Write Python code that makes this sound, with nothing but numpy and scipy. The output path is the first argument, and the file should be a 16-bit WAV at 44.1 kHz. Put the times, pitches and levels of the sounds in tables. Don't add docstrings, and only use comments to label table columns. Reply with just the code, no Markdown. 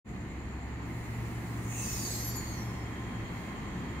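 import sys
import numpy as np
from scipy import signal
from scipy.fft import rfft, irfft, next_fast_len
from scipy.io import wavfile
from scipy.ndimage import uniform_filter1d, map_coordinates

SR = 44100
rng = np.random.default_rng(int(sys.argv[2]) if len(sys.argv) > 2 else 0)


def store_wav(level_fs):
    pcm = np.round(np.clip(np.atleast_2d(level_fs), -1, 1) * 32767)
    wavfile.write(sys.argv[1], SR, pcm.T.astype(np.int16))


N = 176400

# frequency_hz, relative_db
JET_COLOUR = [(2500, -6), (4000, -19), (5200, -23), (6200, 1), (7200, 2.5), (7900, -11), (8900, -0.5),
              (9700, -22), (15000, -11)]
SPRAY_COLOUR = [(2500, -8), (3700, 3), (4400, 4.5), (5500, 8.5), (8000, -3), (10200, 0.5), (11200, 2),
                (13500, 4), (15500, -12)]
LEAK_COLOUR = [(3000, -10), (6000, 2.5), (8500, 1.5), (9700, -1), (10250, 4), (10800, -4.5), (11500, -2),
               (12200, -4), (13800, -4), (15000, 5.5), (15800, -9)]
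RUMBLE_COLOUR = [(38, -5.5), (52, -10.5), (85, -8), (115, -2.5), (150, -7.5), (180, -3), (225, -6),
                 (260, -7.5), (350, -11), (400, -16), (470, -18.5), (550, -26), (800, -37), (1500, -80)]
FAN_COLOUR = [(450, -10), (560, -8), (780, -3), (1060, -3.5), (1530, -9.5), (1850, -4.5), (2120, -4),
              (2400, -11.5), (2850, -15.5), (3600, -21), (4300, -18.5), (5400, -32.5), (7800, -35),
              (13000, -70)]
HISS_COLOUR = [(3000, -44), (5400, -13.5), (6300, -0.5), (7200, 4.5), (7900, -11.5), (8700, -9),
               (9500, -14), (11000, -18.5), (15500, -20)]
# time_s, level_db
JET_RIDE = [(1.55, -78), (1.68, -50.5), (1.77, -42), (1.9, -40.5), (2.15, -45.5), (2.3, -51), (2.55, -58.5),
            (2.85, -65)]
SPRAY_RIDE = [(1.68, -80), (1.8, -53.5), (2.0, -45), (2.15, -44), (2.3, -50.5), (2.55, -60.5), (2.8, -69)]
LEAK_RIDE = [(.8, -73), (.87, -64), (1.25, -59), (1.65, -57.5), (2.3, -71), (2.7, -64), (3.28, -76),
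             (3.36, -62.5), (3.5, -67), (3.65, -84), (4, -80)]
RUMBLE_RIDE = [(0.12, -44), (0.17, -45), (0.63, -46), (0.76, -45), (3.94, -42.5), (4.0, -44.5)]
FAN_RIDE = [(0.12, -54), (0.14, -52), (1.21, -49), (3.85, -47.5), (4.0, -48)]
MOTOR_RIDE = [(.1, -52), (.75, -50), (1.0, -43), (1.27, -39.5), (1.52, -42), (1.67, -36.5), (1.85, -42),
              (2.1, -43), (2.32, -37.5), (2.5, -44), (2.63, -38.5), (2.85, -44), (3.25, -44), (3.45, -53)]
DRONE_RIDE = [(.1, -49.5), (.55, -42), (1.0, -48), (2.0, -50), (2.5, -44), (3.3, -52), (4, -46)]
THROB_RIDE = [(.1, -54), (1.0, -56), (1.4, -59), (2.1, -49), (2.6, -65), (4, -58)]
WHINE_RIDE = [(.1, -85), (2.2, -62), (3.1, -56.5), (4, -59)]
# start_s, end_s, first_hz, middle_hz, last_hz, level_db, width_hz
WHISTLE_GLIDES = [ (1.63, 1.97, 7800, 6450, 7100, -56.5, 55), (1.68, 2.02, 9500, 8950, 8650, -53.5, 57),
                  (1.7, 2.02, 2850, 2600, 2500, -56, 40), (1.72, 2.34, 7400, 6700, 5950, -46.5, 130),
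                  (1.7, 2.06, 6400, 5600, 4850, -53, 300), (1.82, 1.99, 5050, 4500, 4080, -53.5, 80),
                  (1.93, 2.26, 5150, 4420, 4130, -50, 80), (1.96, 2.32, 13750, 12950, 12100, -52, 200),
                  (1.8, 2.02, 13400, 13650, 13700, -56, 260), (1.96, 2.3, 8250, 7750, 7250, -53, 80),
                  (2.03, 2.65, 5100, 4600, 4400, -54, 260), (2.28, 2.61, 7150, 6800, 5950, -51, 140),
                  (2.17, 2.62, 14900, 13800, 13100, -61, 330), (2.5, 2.7, 13000, 11750, 11400, -62, 330), ]
# start_s, hold_s, pitch_hz, level_db
SQUEAL_NOTES = [(1.71, .04, 2560, -54), (1.61, .04, 8880, -63), (2.19, .05, 12480, -56),
                (2.24, .06, 11655, -43), (2.352, .02, 11645, -46), (2.24, .08, 7180, -49),
                (2.345, .04, 7020, -48), (2.18, .16, 5830, -56), (2.36, .16, 8820, -61),
                (2.2, .4, 4250, -61), (2.05, .08, 6445, -51), (2.57, .06, 5760, -57),
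                (2.53, .32, 5320, -65), (2.0, .16, 10210, -60)]
# pitch_hz, width_hz, level_db
MACHINE_BANDS = [(708.4, 25, -65.5), (1803, 30, -65), (2520, 120, -69)]
# pitch_hz, width_hz, relative_db
WHINE_BANDS = [(1047, 24, 2), (3208, 220, -5.5)]
# frequency_hz, correlation
AIR_IMAGE = [(2000, 0.15), (12000, 0.19)]
RUMBLE_IMAGE = [(40, .92), (130, .96), (280, .95), (550, .8)]
FAN_IMAGE = [(600, 0.63), (1000, 0.44), (2000, 0.13), (6000, 0.22)]
# frequency_hz, left_minus_right_db
BALANCE = [(300, 0), (900, .7), (2000, -1.4), (5000, -2), (7000, -1.5), (9000, 3), (12000, .5)]

HUM_SKEW = .16
T = np.arange(N) / SR


def amp(db):
    return 10 ** (np.asarray(db) / 20)


def unit(x):
    return x / np.sqrt(np.mean(np.abs(x) ** 2) + 1e-20)


def along(points, hz):
    f, v = np.transpose(points)
    return np.interp(np.log(hz + 1), np.log(f + 1), v)


def level(points):
    return amp(np.interp(T, *np.transpose(points)))


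def wobble(rate):
    return map_coordinates(rng.standard_normal(int(N * rate / SR) + 4), [T * rate])


def filtered(x, response):
    m = next_fast_len(N + SR // 4)
    return irfft(rfft(x, m) * response(np.fft.rfftfreq(m, 1 / SR)), m)[..., :N]


def rush(spectrum, alike, patchy_db):
    z = signal.stft(rng.standard_normal((2, N)), nperseg=512)[2]
    field = uniform_filter1d(uniform_filter1d(rng.standard_normal(z.shape[1:]), size=3, axis=0),
                             size=16, axis=1)
    pair = signal.istft(z * amp(patchy_db * unit(field)), nperseg=512)[1][:, :N]
    turn = lambda hz: np.arccos(np.clip(along(alike, hz), -1, 1)) / 2
    low_cut = lambda hz: np.minimum(1, hz / spectrum[0][0]) ** 7
    mid, side = filtered(pair, lambda hz: low_cut(hz) * amp(along(spectrum, hz))
                         * [np.cos(turn(hz)), np.sin(turn(hz))])
    return unit(np.array([mid + side, mid - side]))


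def narrow(pitch, width_hz):
    knots = rng.standard_normal((4, 8192))
    at = np.arange(len(pitch)) * width_hz / SR
    a, b, c, d = [map_coordinates(k, [at], mode="wrap") for k in knots]
    return unit((np.array([a + 1j * b, c + 1j * d]) * np.exp(2j * np.pi * np.cumsum(pitch) / SR)).real)


def brake_release():
    jet = level(JET_RIDE) * rush(JET_COLOUR, AIR_IMAGE, patchy_db=2)
    spray = level(SPRAY_RIDE) * rush(SPRAY_COLOUR, AIR_IMAGE, patchy_db=2)
    return jet + spray


def whistles(skirt_db=-6.5, flutter_db=2.5, fade_share=0.39):
    out = np.zeros((2, N))
    for start_s, end_s, *glide_hz, level_db, width_hz in WHISTLE_GLIDES:
        on = (T >= start_s) & (T < end_s)
        progress = (T[on] - start_s) / (end_s - start_s)
        pitch_hz = np.polyval(np.polyfit([0, .5, 1], glide_hz, 2), progress)
        pitch_hz *= 1 + 0.009 * wobble(45)[on]
        swell = np.sin(np.pi / 2 * np.clip(np.minimum(progress, 1 - progress) / fade_share, 0, 1))
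        voice = narrow(pitch_hz, width_hz) + amp(skirt_db) * narrow(pitch_hz, 3.5 * width_hz)
        out[:, on] += swell * amp(level_db + flutter_db * wobble(30.15)[on]) * voice
    return out


def squeals(attack_s=0.008, t60_s=0.09, flutter_db=1.3, width_hz=22):
    out = np.zeros((2, N))
    for start_s, hold_s, pitch_hz, level_db in SQUEAL_NOTES:
        age_s = T - start_s
        decay_db = 60 * np.maximum(age_s - hold_s, 0) / t60_s
        envelope = np.clip(age_s / attack_s, 0, 1) * amp(level_db - decay_db)
        drift = np.array([wobble(2 * width_hz), wobble(2 * width_hz)])
        out += envelope * amp(flutter_db * wobble(50)) * np.sin(2 * np.pi * pitch_hz * T + drift)
    return np.sqrt(2) * out


def air_leak():
    return level(LEAK_RIDE) * rush(LEAK_COLOUR, AIR_IMAGE, patchy_db=1.8)


def train_rumble(trim_db=3.5):
    return level(RUMBLE_RIDE) * amp(trim_db) * rush(RUMBLE_COLOUR, RUMBLE_IMAGE, patchy_db=0.57)


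def cooling_fans(trim_db=1.5):
    return level(FAN_RIDE) * amp(trim_db) * rush(FAN_COLOUR, FAN_IMAGE, patchy_db=0.94)


def hum(hz, points, waver_db):
    phase = 2 * np.pi * hz * T + 0.21 * wobble(4.25) + HUM_SKEW * np.array([[.5], [-.5]])
    return np.sqrt(2) * level(points) * amp(waver_db * wobble(7.78)) * np.sin(phase)


def electrical_gear():
    motor = hum(hz=115.1, points=MOTOR_RIDE, waver_db=0.76)
    drone = hum(hz=67.9, points=DRONE_RIDE, waver_db=0.5)
    throb = hum(hz=57.1, points=THROB_RIDE, waver_db=1.0)
    return motor + drone + throb


def machine_whine():
    steady = sum(amp(db) * narrow(np.full(N, hz), width) for hz, width, db in MACHINE_BANDS)
    whine = sum(amp(db) * narrow(np.full(N, hz), width) for hz, width, db in WHINE_BANDS)
    return steady + level(WHINE_RIDE) * whine


def insect(pitch_hz=7130, half_width_hz=400, rate_hz=9.47, peak_s=0.1, level_db=-69.5, swing_db=6.5):
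    beat = np.cos(2 * np.pi * rate_hz * (T - peak_s))
    return amp(level_db + swing_db * beat) * narrow(np.full(N, pitch_hz), 2 * half_width_hz)


def treble_bed(level_db=-67):
    return amp(level_db) * rush(HISS_COLOUR, AIR_IMAGE, patchy_db=1)


def roof(send, t60_s=0.84, return_db=-8):
    tail = rng.standard_normal((2, SR)) * amp(-60 * T[:SR] / t60_s)
    tail /= np.linalg.norm(tail[0])
    return amp(return_db) * signal.fftconvolve(send, tail, axes=1)[:, :N]


def scene():
    tonal = whistles() + squeals()
    brakes = air_leak() + brake_release() + tonal + roof(tonal)
    machinery = train_rumble() + cooling_fans() + electrical_gear() + machine_whine()
    everything = brakes + machinery + treble_bed() + insect()
    return filtered(everything, lambda hz: amp(np.outer([.5, -.5], along(BALANCE, hz))))


def record(dry):
    start_s, fade_s, left_lead_s, high_cut_hz = 0.045, 0.048, 0.00009, 15740
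    faded = dry * np.clip((T - start_s) / fade_s, 0, 1)
    left_lead = lambda hz: np.exp(1j * np.pi * left_lead_s * np.outer([1, -1], hz))
    return filtered(faded, lambda hz: left_lead(hz) * (hz < high_cut_hz))


dry = scene()
out = record(dry)
store_wav(out)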